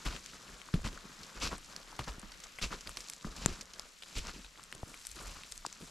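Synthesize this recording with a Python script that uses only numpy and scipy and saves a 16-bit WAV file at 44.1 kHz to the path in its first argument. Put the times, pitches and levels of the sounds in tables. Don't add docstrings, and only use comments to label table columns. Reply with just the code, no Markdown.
import sys
import numpy as np
from scipy import signal
from scipy.fft import rfft, irfft, next_fast_len
from scipy.io import wavfile
from scipy.ndimage import uniform_filter1d, map_coordinates

SR = 44100
rng = np.random.default_rng(int(sys.argv[2]) if len(sys.argv) > 2 else 0)


def master_out(mix):
    frames = np.transpose(np.atleast_2d(mix))
    ceiling = np.clip(frames, -1, 1)
    pcm = np.round(ceiling * 32767).astype(np.int16)
    wavfile.write(sys.argv[1], SR, pcm)


N = 260190
TOP_HZ = 16200

# frequency_hz, coherence
NEAR_COHERENCE = [(60, .98), (550, 0.9), (1650, 0.87), (5000, 1), (14000, 0.66)]


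def amp(db):
    return 10 ** (np.asarray(db) / 20)


def rms(x):
    return np.sqrt(np.mean(x ** 2) + 1e-20)


def unit(x):
    return x / rms(x)


def along(points, hz):
    frequencies, values = np.transpose(points)
    return np.interp(np.log(hz + 1), np.log(frequencies + 1), values)


def curves(rows):
    times, *columns = np.transpose(rows)
    return [np.interp(np.arange(N) / SR, times, column) for column in columns]


def wobble(rate):
    return map_coordinates(rng.standard_normal(int(N * rate / SR) + 4), [np.arange(N) * rate / SR])


def filtered(x, response):
    size = next_fast_len(N + 8192)
    return irfft(rfft(x, size) * response(np.fft.rfftfreq(size, 1 / SR)), size)[..., :N]


def panned(left_db):
    gains = amp([[left_db / 2], [-left_db / 2]])
    return gains / gains.mean()


def add(track, start_s, sound):
    start = max(round(start_s * SR), 0)
    track[:, start:start + sound.shape[1]] += sound[:, :N - start]


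def spread(pair, colour, coherence):
    def response(hz):
        angle = np.arccos(np.clip(along(coherence, hz), -1, 1)) / 2
        return amp(along(colour, hz)) * [np.cos(angle), np.sin(angle)]
    mid, side = filtered(pair, response)
    return np.array([mid + side, mid - side]) / rms(mid)


def grains(rate, hz, scatter, cycles, size_db, cap_db, samples=160):
    starts = np.flatnonzero(rng.random(N) < rate / SR)
    pitch = np.clip(hz * np.exp(scatter * rng.standard_normal((len(starts), 1))), 100, SR / 3)
    strength_db = np.minimum(size_db * rng.exponential(size=pitch.shape), cap_db)
    strength = amp(strength_db) * rng.choice([-1, 1], pitch.shape)
    turns = pitch * np.arange(samples) / SR
    waves = strength * np.sqrt(pitch / hz) * np.sin(2 * np.pi * turns) * np.exp(-turns / cycles)
    positions = starts[:, None] + np.arange(samples)
    return unit(np.bincount(positions.ravel(), waves.ravel(), N)[:N])


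def grain_pair(**settings):
    return np.array([grains(**settings) for _ in range(2)])


def wind():
    # frequency_hz, level_db
    colour = [(18, -1), (32, 10.5), (58, -11), (100, -28), (200, -7.5), (350, -18), (520, -14), (820, -20),
              (1250, -7.5), (2100, -8), (3000, -8.5), (7600, -30), (12600, -21), (15000, -45)]
    # frequency_hz, coherence
    far_coherence = [(60, 0.56), (550, 0.18), (1650, 0.25), (5000, 0.18), (14000, 0.13)]
    level_db = -64 + 1.8 * wobble(1.83)
    return amp(level_db) * spread(rng.standard_normal((2, N)), colour, far_coherence) * panned(3.8)


def forest_echo(sound):
    t = np.arange(SR // 4) / SR
    t60_s, gap_s = .12, .004
    tail = rng.standard_normal((2, len(t))) * amp(-60 * t / t60_s) * (t > gap_s)
    return signal.fftconvolve(sound.mean(0)[None], tail / np.linalg.norm(tail[0]), axes=1)[:, :N]


def ticks():
    left, right = grain_pair(rate=16, hz=5200, scatter=.4, cycles=1.2, size_db=3, cap_db=7)
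    crumbs = left * panned(6) + right * panned(-4)
    rolloff = [(8000, 0), (12000, -5), (16000, -25)]  # frequency_hz, gain_db
    return amp(-70) * filtered(crumbs, lambda hz: amp(along(rolloff, hz)))


def boughs():
    # peak_s, level_db, half_length_s
    swells = [(2.9, -52.5, 0.011), (2.993, -58.5, 0.022), (3.11, -61, .04), (4.072, -68.5, 0.034),
              (4.91, -63, 0.082), (5.07, -61, 0.041), (5.26, -61, 0.099), (5.527, -57.5, 0.034),
              (5.828, -59.5, 0.021)]
    # frequency_hz, level_db
    colour = [(3000, -20), (6000, -5), (7800, 1), (10000, -2), (12500, -4), (14000, -13), (16000, -45)]
    t = np.arange(N) / SR
    contact = sum(amp(db) * np.exp(-((t - peak_s) / half_s) ** 2 / 2) for peak_s, db, half_s in swells)
    scrapes = grain_pair(rate=1200, hz=8350, scatter=.27, cycles=.8, size_db=5.5, cap_db=22)
    return contact * spread(scrapes, colour, NEAR_COHERENCE) * panned(3)


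def twigs():
    # start_s, relative_db, pitch_hz, left_db, splinter_t60_s
    snaps = [(.0577, -41.5, 2400, 10, .06), (.1638, -46.5, 2790, 24, .004), (.2611, -51, 6000, 13, .008),
             (.6165, -51, 2670, 22, .008), (.7394, -43.5, 3520, 3, .046), (.8759, -45, 3360, 2, .003),
             (1.2315, -50.5, 4360, 2, .037), (1.4753, -47, 3400, -1, .005), (1.5812, -53, 6800, 2, .006),
             (1.7634, -44.5, 4970, -2, .009), (1.991, -43, 3100, 2, .023), (2.04, -50, 4600, -1, .043),
             (2.1954, -53.5, 7800, 2, .013), (2.319, -50.5, 4300, -1, .027), (2.4018, -55, 5930, -3, .026),
             (2.4368, -49, 5600, 1, .04), (2.5859, -40.5, 2100, 3, .044), (2.595, -49, 2190, 4, .005),
             (2.6255, -42.5, 3930, 1, .023), (2.8087, -50.5, 5450, -1, .032), (2.8733, -43, 3330, 2, .009),
             (2.8927, -53, 3000, 3, .004), (2.9709, -39.5, 4140, -1, .021), (3.006, -50, 5330, -1, .007),
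             (3.0855, -50, 4700, -1, .007), (3.0988, -43.5, 7660, 0, .009), (3.1353, -49.5, 6400, -3, .005),
             (3.3645, -49.5, 5330, 1, .027), (3.6103, -44.5, 5500, 0, .039), (3.7351, -51, 4970, 0, .032),
             (3.7956, -41.5, 4540, 4, .007), (4.0224, -48, 3240, -1, .04), (4.0349, -49, 2640, 12, .005),
             (4.27, -50, 5460, 1, .007), (4.4452, -50.5, 2600, 4, .023), (4.6374, -55, 7700, 2, .006),
             (4.726, -41, 2680, 4, .0034), (4.7496, -55, 7500, 4, .007), (4.9419, -48.5, 2560, 1, .013),
             (5.0513, -51, 4230, 3, .007), (5.0692, -43.5, 8100, 5.5, .007), (5.1142, -51, 6800, 6, .011),
             (5.271, -53, 5440, 4, .017), (5.4352, -49.5, 2620, 0, .007), (5.5215, -45, 6300, 4, .012),
             (5.5776, -50, 6500, 2, .005), (5.6635, -41.5, 5760, 2, .011), (5.7271, -51.5, 5900, 5, .011)]
    modes = [(.5, .49, .2), (1, 1, .69), (1.55, -.16, 3.9)]
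    tone = [(300, -13), (1500, -4.5), (8000, 4), (12000, -5.5), (16000, -17)]  # frequency_hz, gain_db
    out, t = np.zeros((2, N)), np.arange(SR // 16) / SR
    crack = .44 * np.sin(2 * np.pi * 9500 * t) * amp(-60 * t / .00054)
    for start_s, db, hz, left_db, splinter_t60_s in snaps:
        mid, side = rng.standard_normal((2, len(t))) ** 3
        fibres = np.clip(mid + .16 * np.array([side, -side]), -9, 9)
        force = .12 * fibres * amp(-60 * t / splinter_t60_s)
        force[:, 0] += 1
        ring = sum(gain * np.sin(2 * np.pi * min(hz * ratio, TOP_HZ) * t)
                   * np.exp(-t * hz * ratio / cycles) for ratio, gain, cycles in modes)
        snap = signal.fftconvolve(force, (ring + crack)[None], axes=1)[:, :len(t)]
        onset_rms = rms(snap.mean(0)[:SR // 100])
        add(out, start_s + .0002, amp(db + 1) * snap / onset_rms * panned(left_db))
    return filtered(out, lambda hz: amp(along(tone, hz)))


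def stick(start_s):
    # pitch_hz, level_db, t60_s, left_db
    modes = [(155, -14.5, 0.018, 4), (437, -14.5, 0.0053, 7), (1510, -7.5, 0.0016, 6), (2650, -28, 0.01, 5),
             (3520, -17, 0.0031, 5), (6000, -13, 0.0018, 5), (7450, -10, 0.0045, 34),
             (11000, -17, 0.0014, 19)]
    out, t = np.zeros((2, N)), np.arange(SR // 16) / SR
    attack = 1 - np.exp(-t / .0001)
    for k, (hz, db, t60_s, left_db) in enumerate(modes):
        direction = (-1) ** k
        ring = amp(db - 60 * t / t60_s) * np.sin(2 * np.pi * hz * t)
        add(out, start_s, direction * attack * ring * panned(left_db))
    return out


def ground(weight_db, soil_db):
    # frequency_hz, level_db
    heave_colour = [(10, -37), (25, 2.5), (46, 3), (70, -7.5), (110, -25.5), (250, -35), (600, -84)]
    # frequency_hz, level_db
    soil_colour = [(50, -59), (110, -13), (170, -5), (280, -6.5), (450, -5), (750, -5), (2000, -60)]
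    heave = spread(rng.standard_normal((2, N)), heave_colour, NEAR_COHERENCE)
    swing = uniform_filter1d(np.abs(signal.hilbert(heave.mean(0))), SR // 50)
    push = unit(heave / (swing + .8))
    bumps = grain_pair(rate=450, hz=200, scatter=.5, cycles=.9, size_db=1.5, cap_db=5, samples=1200)
    return amp(weight_db - 4.5) * push + amp(soil_db - .2) * spread(bumps, soil_colour, NEAR_COHERENCE)


def snow(level_db):
    # frequency_hz, level_db
    colour = [(200, -31), (400, -6.5), (560, -3.5), (780, -6.5), (1200, 0.5), (1650, -1), (2300, -5.5),
              (4000, -36), (10000, -55)]
    slips = grain_pair(rate=1300, hz=1200, scatter=.55, cycles=1.1, size_db=2.6, cap_db=9, samples=400)
    return amp(level_db) * spread(slips, colour, NEAR_COHERENCE) * panned(2)


def leaves(level_db):
    # frequency_hz, level_db
    rustle_colour = [(900, -26), (1800, -7.5), (2700, -5.5), (4200, 0), (6000, 0.5), (7600, 1.5),
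                     (8400, -4.5), (11500, -8.5), (13500, -16), (16000, -42)]
    # frequency_hz, level_db
    crush_colour = [(900, -29), (1700, -14.5), (2500, 2), (3400, -3), (5000, 0.5), (7500, -5.5),
                    (8400, -15), (11500, -14), (13500, -25), (16000, -50)]
    fine = grain_pair(rate=2500, hz=5480, scatter=.58, cycles=.97, size_db=2.5, cap_db=17.5)
    hiss = .68 * rng.standard_normal((2, N))
    rustle = spread(fine + hiss, rustle_colour, NEAR_COHERENCE) * amp(.39 * wobble(35))
    coarse = grain_pair(rate=1900, hz=3910, scatter=.71, cycles=.71, size_db=3, cap_db=7.5)
    crush = spread(coarse, crush_colour, NEAR_COHERENCE) * amp(1.5 * wobble(160))
    load = 1 / (1.5 + np.exp(-(level_db + 50.5) / 3))
    return amp(level_db) * (np.sqrt(1 - load) * rustle + amp(1.5) * np.sqrt(load) * crush) * panned(1)


def knocks():
    # start_s, tock_relative_db, tock_nominal_hz, thud_relative_db, thud_hz, thud_t60_s
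    contacts = [(.0605, -35, 940, -28.5, 140, .031), (.6875, -37.5, 1210, -60, 200, .018),
                (.7383, -30.5, 1390, -14, 160, .046), (.792, -39, 550, -37, 130, .028),
                (.8467, -33, 1220, -26, 129, .036), (.867, -31.5, 1110, -34, 268, .027),
                (.9757, -37, 1400, -59, 200, .018), (1.928, -38, 915, -58, 200, .018),
                (1.992, -26, 920, -35, 125, .09), (2.1797, -48, 700, -35, 188, .017),
                (2.2303, -41, 1060, -40.5, 202, .077), (2.8922, -34, 1220, -52, 200, .018),
                (3.2457, -32, 1270, -29.5, 200, .052), (4.166, -46, 900, -37.5, 113, .043),
                (4.595, -40, 1160, -65, 200, .009), (4.831, -30.5, 650, -25, 88, .02),
                (5.6502, -24.5, 974, -47, 302, .02), (5.6653, -45, 1300, -30.5, 342, .0077)]
    out, t = np.zeros((2, N)), np.arange(SR // 6) / SR
    thud_t = np.maximum(t - .0025, 0)
    thud_attack = 1 - np.exp(-thud_t / .00067)
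    tock_envelope = (t / .00096) ** 2 * np.exp(2 * (1 - t / .00087))
    sink_s = .0046
    for start_s, tock_db, tock_hz, thud_db, thud_hz, t60_s in contacts:
        tock_turns = 1.287 * tock_hz * sink_s * np.log1p(t / sink_s)
        tock = tock_envelope * np.sin(2 * np.pi * tock_turns)
        thud = -np.sin(2 * np.pi * thud_hz * thud_t) * amp(-60 * thud_t / t60_s) * thud_attack
        add(out, start_s, amp(tock_db) * tock * panned(4.2) + amp(thud_db + .5) * thud)
    return out


def pressed(response, presses, rest_db):
    lag_s, release_t60_s, settle_db, settle_t60_s = response
    t, power = np.arange(N) / SR - lag_s, amp(rest_db) ** 2
    for peak_s, rise_s, hold_s, db in presses:
        swell = np.exp(-(np.minimum(t - peak_s, 0) / rise_s) ** 2 / 2)
        after = np.maximum(t - peak_s - hold_s, 0)
        release = amp(-60 * after / release_t60_s)
        settling = amp(settle_db - 60 * after / settle_t60_s)
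        power = power + (amp(db) * swell) ** 2 * (release ** 2 + settling ** 2)
    return 10 * np.log10(power)


def walk():
    # peak_s, rise_s, hold_s, weight_db, soil_db, snow_db, leaf_db
    footfalls = [(.061, .007, .014, -31.5, -44.5, -44, -42.5), (.112, .008, .057, -49, -51.5, -49.5, -50),
                 (.744, .004, .03, -29.5, -42, -56, -55.5), (.849, .005, .021, -34, -43.5, -44.5, -43.5),
                 (1.43, .015, .043, -37, -44.5, -44, -39.5), (1.518, .008, .026, -42, -46, -44.5, -50),
                 (1.995, .004, .011, -41.5, -47, -47, -48.5), (2.082, .007, .005, -34, -50, -43.5, -45),
                 (2.622, .005, .024, -33.5, -44.5, -46.5, -39), (2.725, .011, .012, -44, -46.5, -43, -48.5),
                 (3.251, .005, .022, -38, -47, -53.5, -56), (3.384, .016, .07, -43.5, -52, -53, -50.5),
                 (4.172, .015, .019, -33, -51, -54.5, -42.5), (4.253, .009, .047, -45, -55, -50.5, -52),
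                 (5.181, .013, .039, -50, -54.5, -52, -54), (5.242, .013, .06, -42, -63, -55.5, -57)]
    # peak_s, hold_s, weight_db, soil_db, snow_db
    shuffles = [(.34, .013, -60, -58, -60), (.492, .04, -52, -57.5, -62), (.925, .054, -56, -59.5, -58.5),
                (1.05, .01, -60, -57.5, -64.5), (1.19, .022, -56, -60, -62),
                (1.37, .013, -45.5, -55.5, -54), (1.7, .1, -63, -61, -58), (2.241, .022, -45, -59, -62.5),
                (2.441, .02, -65, -74, -58.5), (2.874, .008, -41, -54, -53), (2.977, .017, -52, -61.5, -66),
                (3.489, .023, -36, -48, -53.5), (3.595, .013, -53, -61, -63),
                (3.788, .04, -58.5, -68.5, -63), (4.345, .048, -51, -55.5, -64),
                (4.447, .015, -51, -73, -68), (4.587, .019, -66, -61, -60), (4.741, .05, -57, -57, -70),
                (4.881, .04, -60, -59.5, -69), (5.087, .06, -52, -77, -72), (5.358, .008, -49, -66, -62.5),
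                (5.517, .096, -53, -72, -73), (5.82, .013, -51.5, -51.5, -63)]
    # time_s, leaf_db, snow_db
    brushing = [(0.0, -55.5, -58.0), (0.26, -55.0, -64.0), (0.46, -57.0, -58.0), (0.64, -59.5, -63.0),
                (0.95, -59.5, -61.0), (1.34, -56.5, -59.5), (1.62, -59.5, -68.5), (1.88, -58.5, -60.5),
                (2.25, -60.5, -61.0), (2.53, -59.0, -67.0), (3.07, -55.0, -62.0), (3.19, -59.0, -65.0),
                (3.32, -57.0, -57.0), (3.54, -52.0, -55.0), (3.65, -63.5, -64.5), (3.81, -57.5, -59.5),
                (3.99, -63.0, -74.5), (4.08, -55.0, -61.0), (4.36, -54.5, -65.0), (4.5, -62.0, -69.5),
                (4.78, -60.5, -65.5), (4.95, -58.0, -62.5), (5.09, -58.5, -75.0), (5.37, -54.5, -57.5),
                (5.57, -57.5, -69.0), (5.9, -57.5, -61.5)]
    responses = {"weight": (.008, .19, -16.5, .75), "soil": (0, .115, -14, .62),
                 "snow": (0, .105, -15.5, .42), "leaves": (0, .1, -16, .7)}
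    shuffle_rise_s, resting_weight_db = .01, -68
    light_steps = [(peak_s, shuffle_rise_s, hold_s, weight_db, soil_db, snow_db, snow_db - 2.5)
                   for peak_s, hold_s, weight_db, soil_db, snow_db in shuffles]
    peak_s, rise_s, hold_s, *levels = np.transpose(footfalls + light_steps)
    rustle_db, drag_db = curves(brushing)
    rests = [resting_weight_db, drag_db - 4.5, drag_db, rustle_db]
    uneven_db = wobble(70)
    return [pressed(response, zip(peak_s, rise_s, hold_s, db), rest_db) + uneven_db
            for response, db, rest_db in zip(responses.values(), levels, rests)]


def scene():
    weight_db, soil_db, snow_db, leaf_db = walk()
    litter = snow(snow_db) + leaves(leaf_db) + boughs() + ticks() + twigs() + stick(start_s=3.4603)
    return ground(weight_db, soil_db) + knocks() + litter + amp(-24.5) * forest_echo(litter) + wind()


def record(dry):
    return filtered(dry, lambda hz: np.clip((TOP_HZ - hz) / 2200, 0, 1))


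dry = scene()
out = record(dry)
master_out(out)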